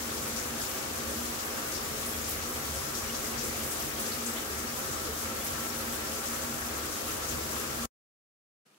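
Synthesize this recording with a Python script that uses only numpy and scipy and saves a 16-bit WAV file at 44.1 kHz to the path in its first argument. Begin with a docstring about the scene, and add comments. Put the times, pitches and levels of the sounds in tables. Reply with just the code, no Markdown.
"""A shower runs in a small hard-walled bathroom: random drop impacts ring modes of tub and stall,
patter as shaped noisy clicks on the curtain and fizz on wet surfaces as crackle and tiny bubbles.
Now and then a bubble plips, or a splash climbs in pitch as it fades; one knock sounds on the tub.
The sound stops dead; after a silence there is only a faint, grainy hiss with two tiny drips."""
import sys
import numpy as np
from scipy import signal
from scipy.fft import rfft, irfft, next_fast_len
from scipy.io import wavfile

SR = 44100
rng = np.random.default_rng(int(sys.argv[2]) if len(sys.argv) > 2 else 0)


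def output_pcm(signal):
    """Save a mono or channel-first signal as 16-bit PCM at the path in sys.argv[1].

    Samples are clipped to [-1, 1] before scaling.
    """
    pcm = np.clip(np.atleast_2d(signal).T, -1, 1) * 32767
    wavfile.write(sys.argv[1], SR, np.round(pcm).astype(np.int16))


N = 387188
TIME = np.arange(N) / SR
SIZE = next_fast_len(N + SR // 2, real=True)
HZ = np.maximum(np.arange(SIZE // 2 + 1) * SR / SIZE, 1)
STOP_S, AIR_START_S = 7.857, 8.657
STEP = 32   # samples per step of a splash envelope


def from_db(db):
    """Decibels to amplitude gain."""
    return 10 ** (np.asarray(db) / 20)


def rms_one(x):
    """Scale to unit power."""
    return x / np.sqrt(np.mean(x ** 2) + 1e-20)


def over_hz(points):
    """Read a table at every frequency, on a log axis."""
    hz, value = np.transpose(points)
    return np.interp(np.log(HZ), np.log(hz), value)


def level_over_time(level_points):
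    """Gain interpolated in dB from columns time_s, level_db."""
    time_s, level_db = level_points
    return from_db(np.interp(TIME, time_s, level_db))


def band_shares(centres_hz):
    """Crossfading band weights that sum to 1 at every frequency."""
    for share in np.eye(len(centres_hz)):
        yield np.interp(np.log(HZ), np.log(centres_hz), share)


def panned(left_minus_right_db):
    """Left and right gains for a level difference, at constant power."""
    gains = from_db(np.array([[.5], [-.5]]) * left_minus_right_db)
    return gains / np.sqrt(np.mean(gains ** 2, axis=0))


def resonance(hz, width_hz):
    """Power response of one mode, 1 at its top."""
    return 1 / (1 + ((HZ ** 2 - hz ** 2) / (HZ * width_hz)) ** 2)


# likeness of the two microphone ports, long waves reach both alike: pitch_hz, likeness [-1..1]
PORT_LIKENESS = [(60, 1), (150, 0.81), (240, 0.9), (320, 0.93), (420, 0.39), (550, 0.32), (750, -0.18),
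                 (1200, 0.27), (1600, -0.25), (2500, -0.03)]
PORT_LAG_S = .000252


def at_ports(pair, response, beamed=0):
    """Colour two unrelated signals and blend them at the ports; a beamed part reaches the left later."""
    right, other = rfft(pair, SIZE)
    lagged = beamed * np.exp(-2j * np.pi * HZ * PORT_LAG_S)
    shared = over_hz(PORT_LIKENESS) + lagged
    unshared = np.sqrt(np.clip(1 - abs(shared) ** 2, 0, 1))
    left = shared * right + unshared * other
    return rms_one(irfft(np.array([left, right]) * response, SIZE)[:, :N])


def drops(per_s, spread_db):
    """Impacts at random moments, their sizes scattered in dB within two spreads."""
    sizes = from_db(spread_db * np.clip(rng.standard_normal(N), -2, 2))
    return sizes * (rng.random(N) < per_s / SR)


def impacts(per_s, spread_db, wash_db):
    """Two streams of drop clicks, each in a smooth noise wash that stands for its echoes."""
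    clicks = np.array([drops(per_s, spread_db) for side in range(2)])
    clicks *= rng.choice([-1, 1], (2, N))
    return rms_one(clicks) + from_db(wash_db) * rng.standard_normal((2, N))


def drummed(modes, skirt_hz, per_s):
    """Drops drum on a body; its modes ring, and little passes far from them."""
    power = 0
    for hz, width_hz, db, left_minus_right_db in modes:
        peak = resonance(hz, width_hz) * resonance(hz, skirt_hz)
        power = power + peak * (from_db(db) * panned(left_minus_right_db)) ** 2
    return at_ports(impacts(per_s, spread_db=3, wash_db=0.0), np.sqrt(power))


def wander(pole_hz, spread_db):
    """A gain that strays at random about 1, as the jets shift: low-passed noise in dB."""
    count = SR // 100   # samples per control step
    r = np.exp(-2 * np.pi * pole_hz * count / SR)
    noise = rng.standard_normal(N // count + 202)
    slow = signal.lfilter([1], [1, -2 * r, r * r], noise)[200:]   # settled part only
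    path = np.interp(np.arange(N) / count, np.arange(len(slow)), rms_one(slow))
    return from_db(spread_db * path)


def restless(x, pole_hz, spread_db):
    """The jets land on ever different spots, so each range of pitch swells and sinks by itself."""
    spectrum = rfft(x, SIZE)
    out = 0
    for share in band_shares(np.geomspace(500, 4000, 8)):
        out = out + wander(pole_hz, spread_db) * irfft(spectrum * share, SIZE)[:, :N]
    return out


# the drumming on floor, walls and stall briefly swells or sinks:
# top_s, length_s, floor_db, wall_db, stall_db
DRUMMING_ARCHES = [(0.81, 0.16, 2, 2, 1.5), (1.129, .3, 1, 2.5, -0.5), (1.583, 0.35, -1, 0.5, 3.5),
                   (2.3, 0.44, 0, -1, -2.5), (2.72, 0.96, 1.5, -1.5, 1.5), (3.5, 0.54, 2, 1.5, -0.5),
                   (4.942, 0.24, 2.5, 0, 2), (5.114, 0.17, 2, 0.5, 0), (5.355, 0.14, -0.5, 3.5, 0),
                   (6.61, 0.16, 3, -3.5, 0.5), (7.4, .3, 3.5, 1, -1)]


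def drumming_arches():
    """Gains of floor, walls and stall, each moved up or down in smooth arches."""
    total_db = 0
    for top_s, length_s, *dbs in DRUMMING_ARCHES:
        arch = np.cos(np.pi * np.clip((TIME - top_s) / length_s, -.5, .5)) ** 2
        total_db = total_db + np.outer(dbs, arch)
    return from_db(total_db)


# level of the drumming on the tub, before the arches: time_s, floor_boom_db, wall_ring_db
TUB_LEVELS = [(0, -46.5, -42), (1.4, -48.5, -43), (2.0, -46.5, -42), (3.5, -46.5, -43), (4.2, -48.5, -42),
              (4.9, -47, -42.5), (5.7, -48, -42.8), (7.8, -47, -42.5)]
# low modes of the tub floor and the room: pitch_hz, width_hz, relative_db, left_minus_right_db
TUB_FLOOR_MODES = [(46.6, 3.5, -2, 1), (71.8, 3.6, 4, -2), (87.3, 20, -4, -4.5), (119.6, 2.6, -6.5, -7.5),
                   (140, 18, -4.5, -4.5)]
# modes of the tub walls and the stall: pitch_hz, width_hz, relative_db, left_minus_right_db
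TUB_WALL_MODES = [(216, 7.3, -1.5, 2), (227.5, 9, -3, 1), (236.9, 8, 3, -1), (297, 24, -6, -2.5),
                  (322.5, 17, -5.5, 1), (370.6, 11, -3, -10), (393, 15, -8, 0.5), (423, 14, -8.5, 3),
                  (433, 15, -3, 1), (494.5, 15, -3.5, 3.5), (505, 10, -9, -4), (536.3, 10.3, -0.5, 0),
                  (564, 16, -10.5, 2.5)]


def tub(floor_gain, wall_gain):
    """Drops excite the low floor modes to a boom and the higher wall modes to a ring."""
    time_s, boom_db, ring_db = np.transpose(TUB_LEVELS)
    boom = level_over_time((time_s, boom_db)) * drummed(TUB_FLOOR_MODES, skirt_hz=40, per_s=1200)
    ring = level_over_time((time_s, ring_db)) * drummed(TUB_WALL_MODES, skirt_hz=90, per_s=1800)
    return floor_gain * boom + wall_gain * ring


# stall resonances, freer as the bather turns aside: time_s, lesser_modes_db, main_mode_db
STALL_LEVELS = [(0, -45, -53), (4.2, -46, -54.5), (4.8, -45.3, -49), (7.8, -44, -49)]
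# hollow resonances between the stall walls: pitch_hz, width_hz, relative_db, left_minus_right_db
STALL_LESSER_MODES = [(644, 28, 4, 4.5), (697, 30, -0.5, 3.5), (801, 40, 2, -10), (866, 25, -4.5, -7),
                      (922, 18, 3, -1), (993, 24, 3, -0.5), (1096, 20, 3.5, 0), (1122, 24, 5.5, 0),
                      (1173, 30, 4.5, -5), (1229, 18, 5.5, 3), (1282, 26, 3, 4), (1415, 37, -0.5, 1.5),
                      (1480, 45, 2.5, 1), (1603, 41, 2.5, 3.5), (1725, 28, -1, -3), (1800, 25, -0.5, 0.5),
                      (1908, 23, -2.5, -1), (2233, 44, -6, 2)]
# the one that sings out most: pitch_hz, width_hz, relative_db, left_minus_right_db
STALL_MAIN_MODE = [(1336, 23, 0, 0)]


def stall(stall_gain):
    """Drops ring the resonances between the stall walls, each pitch range wavering by itself."""
    time_s, lesser_db, main_db = np.transpose(STALL_LEVELS)
    lesser = drummed(STALL_LESSER_MODES, skirt_hz=159.6, per_s=1500)
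    main = drummed(STALL_MAIN_MODE, skirt_hz=120, per_s=1500)
    hollow = level_over_time((time_s, lesser_db)) * lesser
    hollow += level_over_time((time_s, main_db)) * main
    return stall_gain * restless(hollow, pole_hz=15, spread_db=1.3)


# spectrum of the patter: pitch_hz, relative_db
PATTER_SPECTRUM = [(20, -24), (60, -5), (180, -6.5), (350, 0), (560, -3), (720, 1.5), (900, -3),
                   (1150, -3.5), (1350, -2), (1750, -1), (2400, -4.5), (3300, -8.5), (5000, -12.5),
                   (9000, -49)]
# patter and fizz at the two ports: pitch_hz, left_minus_right_db
PORT_BALANCE = [(600, 3), (800, -2), (1100, 4.5), (2400, 0), (4200, 3.5), (5400, 9.5), (6900, 9.5),
                (8200, 5.5), (9200, -0.5)]
PATTER_DB = -41   # before the wandering


def patter():
    """Dense soft taps on the curtain and the film of water, straying in level and colour."""
    clicks = impacts(per_s=1600, spread_db=3.5, wash_db=5.0)
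    taps = at_ports(clicks, from_db(over_hz(PATTER_SPECTRUM)) * panned(over_hz(PORT_BALANCE)))
    taps = from_db(PATTER_DB) * wander(pole_hz=9.8, spread_db=0.5) * taps
    return restless(taps, pole_hz=15, spread_db=1.77)


def spatter(per_s, small_db, spread_db):
    """Small splashes or bubbles at random, as rows start_s, pitch_hz, level_db."""
    wait, pitch, size = rng.random((4000, 3)).T
    start_s = np.cumsum(-np.log(1 - wait)) / per_s
    pitch_hz = 2300 * 2 ** (2.7 * pitch)
    level_db = small_db + spread_db * size ** 2
    return np.column_stack([start_s, pitch_hz, level_db])[start_s < STOP_S]


def bubble(hz, db, t60_cycles, glide):
    """One bubble rings out over so many cycles, rising in pitch as it reaches the surface."""
    turns = hz * TIME[:SR // 20]
    fade = from_db(db - 60 * turns / t60_cycles)
    return fade * np.sin(2 * np.pi * turns * (1 + glide * turns / t60_cycles))


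def plinks(per_s, t60_cycles):
    """Tiny bubbles ring at pitches of their own, each reaching the two ports differently."""
    out = np.zeros((2, N + SR))
    bubbles = spatter(per_s, small_db=0, spread_db=6)
    reaches = rng.standard_normal((len(bubbles), 2, 1))
    for (start_s, hz, db), reach in zip(bubbles, reaches):
        ring = bubble(hz, db, t60_cycles, glide=0.053)
        start = int(start_s * SR)
        out[:, start:start + len(ring)] += reach * ring
    return rms_one(out[:, :N])


SPLASH_CLIMB_OCTAVES_PER_S = 3.2   # a splash breaks into ever finer drops


def in_room(splashes, centres_hz, rise_s):
    """Energy per band and step: a splash flares, then climbs as it dies away between the walls."""
    energy = np.zeros((len(centres_hz), (N + SR) // STEP))
    t = TIME[:SR // 2:STEP]
    for start_s, hz, db, width_octaves, t60_s in splashes:
        away_octaves = np.log2(centres_hz[:, None] / hz) - SPLASH_CLIMB_OCTAVES_PER_S * t
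        near = np.exp(-.5 * (away_octaves / width_octaves) ** 2)
        tail = (1 - np.exp(-(t / rise_s) ** 2)) * 10 ** (-6 * t / t60_s)
        start = int(start_s * SR / STEP)
        energy[:, start:start + len(t)] += from_db(db) ** 2 * near * tail / tail.max()
    return energy


# big splashes: start_s, centre_hz, relative_db, width_octaves, t60_s
BIG_SPLASHES = [(.219, 7570, -0.5, .3, .15), (.358, 5400, 3, .42, .27), (.612, 6530, -4, .7, .25),
                (1.388, 3610, 2.5, .35, .18), (1.743, 4600, 8, .15, .15), (2.023, 3510, 6.5, 0.12, .16),
                (2.054, 9200, 3, 0.17, .3), (2.238, 5300, -0.5, .35, .2), (2.284, 12300, 4.5, 0.22, .28),
                (2.735, 8300, 3.5, 0.11, .4), (2.940, 4900, 1, 0.3, 0.6), (3.090, 2900, 5, 0.11, .12),
                (3.143, 4750, 4, .28, .14), (3.376, 5450, 3.5, 0.25, .3), (3.430, 7520, -1, 0.25, .3),
                (3.701, 8400, 1.5, .3, .22), (3.795, 12500, -0.5, .3, .5), (3.975, 3200, 4, .15, .13),
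                (3.991, 11040, 0.5, .7, .3), (4.058, 6500, -1.5, 0.89, .3), (4.115, 4250, 7, 0.14, .18),
                (4.257, 7500, 7, .17, .3), (4.361, 3250, 9, .13, .13), (4.680, 4900, 4.5, 0.11, .17),
                (4.921, 6970, 1, 0.12, .2), (5.438, 11530, 3, 0.25, .26), (5.462, 5480, -3, .6, .25),
                (5.736, 7000, -5, 0.44, .45), (5.778, 10070, -1.5, .15, .5), (6.250, 7030, -0.5, 0.42, .65),
                (6.412, 7200, 0, 0.27, .27), (6.772, 12800, 1.5, .12, .15), (7.282, 6300, 4.5, 0.18, .22),
                (7.284, 10000, -1.5, 0.7, .3), (7.305, 2800, 3.5, .5, .2)]
DROPLET_OCTAVES, ROOM_T60_S = 0.45, 0.2   # small splashes


def splashing():
    """Showers of droplets, small at random and big as listed, flare band by band."""
    centres_hz = np.geomspace(2000, 16000, 16)
    droplets = spatter(per_s=110, small_db=-11.5, spread_db=7.5)
    droplets = [(*row, DROPLET_OCTAVES, ROOM_T60_S) for row in droplets]
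    energy = in_room(droplets, centres_hz, rise_s=0.022) + in_room(BIG_SPLASHES, centres_hz, rise_s=0.008)
    swells = np.repeat(np.sqrt(energy), STEP, axis=1)[:, :N]
    shower = rfft(rms_one(impacts(per_s=2200, spread_db=2.5, wash_db=4)), SIZE)
    out = np.zeros((2, N))
    for share, swell in zip(band_shares(centres_hz), swells):
        out += swell * irfft(shower * share, SIZE)[:, :N]
    return out


# spectrum of the fizz: pitch_hz, relative_db
FIZZ_SPECTRUM = [(1000, -30), (2200, -10), (3200, -6), (4300, -5), (5500, -.5), (6800, 0), (8200, -2.4),
                 (9300, -2.7), (10000, -3.6), (11100, -1), (12400, -5), (13500, -5.7), (15000, -3),
                 (16000, -3)]
# the top of the hiss comes from one side: pitch_hz, likeness [0..1]
BEAMED_TOP = [(7800, 0.049), (9000, 0.026), (9900, 1)]
# the treble sags now and then: time_s, offset_db
FIZZ_SAGS = [(0, 0), (.42, -0.5), (.5, -2.5), (.62, 0), (.97, -1.4), (1.1, -0.5), (3.85, -0.46), (4.4, -1),
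             (4.6, -2), (4.85, -1), (6.4, -0.5), (6.6, -1.5), (6.9, -1), (7.8, -1)]
FIZZ_DB = -35   # before the sags
MIST_DB, PLINK_DB = -4.5, -19   # within the fizz mix; the bubbles stay inside it


def fizz():
    """Fine mist crackles evenly, bubbles plink and splashes flare, under one treble spectrum."""
    mist = rms_one(impacts(per_s=3500, spread_db=2.5, wash_db=2.5))
    mix = from_db(MIST_DB) * mist + from_db(PLINK_DB) * plinks(per_s=220, t60_cycles=310)
    mix += splashing()
    response = from_db(over_hz(FIZZ_SPECTRUM)) * panned(over_hz(PORT_BALANCE))
    sags = level_over_time(np.transpose(FIZZ_SAGS))
    return from_db(FIZZ_DB) * sags * at_ports(mix, response, over_hz(BEAMED_TOP))


# larger bubbles inside a splash: start_s, pitch_hz, level_db (before decay and panning)
LARGE_BUBBLES = [(1.755, 4600, -44.5), (3.096, 2800, -38), (4.119, 4300, -35.5), (4.364, 3080, -43)]


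def plips(t60_cycles, glide, left_minus_right_db):
    """The few bubbles big enough to be heard one by one."""
    out = np.zeros(N + SR)
    for start_s, hz, db in LARGE_BUBBLES:
        ring = bubble(hz, db, t60_cycles, glide)
        start = int(start_s * SR)
        out[start:start + len(ring)] += ring
    return out[:N] * panned(left_minus_right_db)


# a slug of water knocks on the tub: start_s, pitch_hz, level_db (before rise and decay)
WATER_SLUG = (5.078, 440, -30.5)


def knock(rise_s, t60_s):
    """One wall mode swells under a soft blow and rings out."""
    start_s, hz, db = WATER_SLUG
    age = np.clip(TIME - start_s, 0, 2 * t60_s)
    swell = 1 - np.exp(-(age / rise_s) ** 2)
    return swell * from_db(db - 60 * age / t60_s) * np.sin(2 * np.pi * hz * age)


# spectrum of the still room: pitch_hz, relative_db
AIR_SPECTRUM = [(50, -42), (90, -22), (150, 2), (280, 1.5), (400, 1), (600, -2.5), (1400, -3.5), (4000, -9),
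                (9000, -11), (15000, -21)]
# last drips: start_s, pitch_hz, level_db (of the ring, before decay)
LAST_DRIPS = [(8.665, 1400, -61), (8.746, 3100, -54)]
AIR_DB = -64.5
DRIP_TICK_DB = -2   # noise relative to the ring; the drip's level_db does not scale it separately


def quiet_room(drip_t60_s):
    """A faint, finely pattering hiss and two short drips, each a landing tick and a brief ring."""
    grains = impacts(per_s=700, spread_db=4, wash_db=3)
    air = from_db(AIR_DB) * at_ports(grains, from_db(over_hz(AIR_SPECTRUM)))
    for start_s, hz, db in LAST_DRIPS:
        age = np.clip(TIME - start_s, 0, 10 * drip_t60_s)
        fade = from_db(-60 * age / drip_t60_s) * (age > 0)
        tick = from_db(DRIP_TICK_DB) * fade * rng.standard_normal(N)
        # tick carries the fade already, so it dies twice as fast as the ring
        air = air + from_db(db) * fade * (np.sin(2 * np.pi * hz * age) + tick)
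    return air * np.clip((TIME - AIR_START_S) / 0.014 + .5, 0, 1)


def scene():
    """The voices of the water, stopped dead; later the quiet room."""
    floor_gain, wall_gain, stall_gain = drumming_arches()
    water = tub(floor_gain, wall_gain) + stall(stall_gain)
    water += patter()
    water += fizz()
    water += plips(t60_cycles=200, glide=0.2, left_minus_right_db=5.5)
    water += knock(rise_s=0.018, t60_s=0.22)
    # drops 12 dB at once, then fades within a few hundredths of a second
    after_s = np.clip(TIME - STOP_S, 0, .1)
    running = np.where(after_s > 0, from_db(-12 - 1300 * after_s), 1)
    return water * running + quiet_room(drip_t60_s=0.0073)


MIC_LOW_HZ, CUTOFF_HZ = 37, 15600


def record(dry):
    """The microphone loses the deepest rumble, and the top is cut steeply."""
    low_cut = signal.butter(2, MIC_LOW_HZ, "high", fs=SR, output="sos")
    top_cut = signal.cheby1(12, .05, CUTOFF_HZ, fs=SR, output="sos")
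    return signal.sosfiltfilt(top_cut, signal.sosfilt(low_cut, dry))


dry = scene()
out = record(dry)
output_pcm(out)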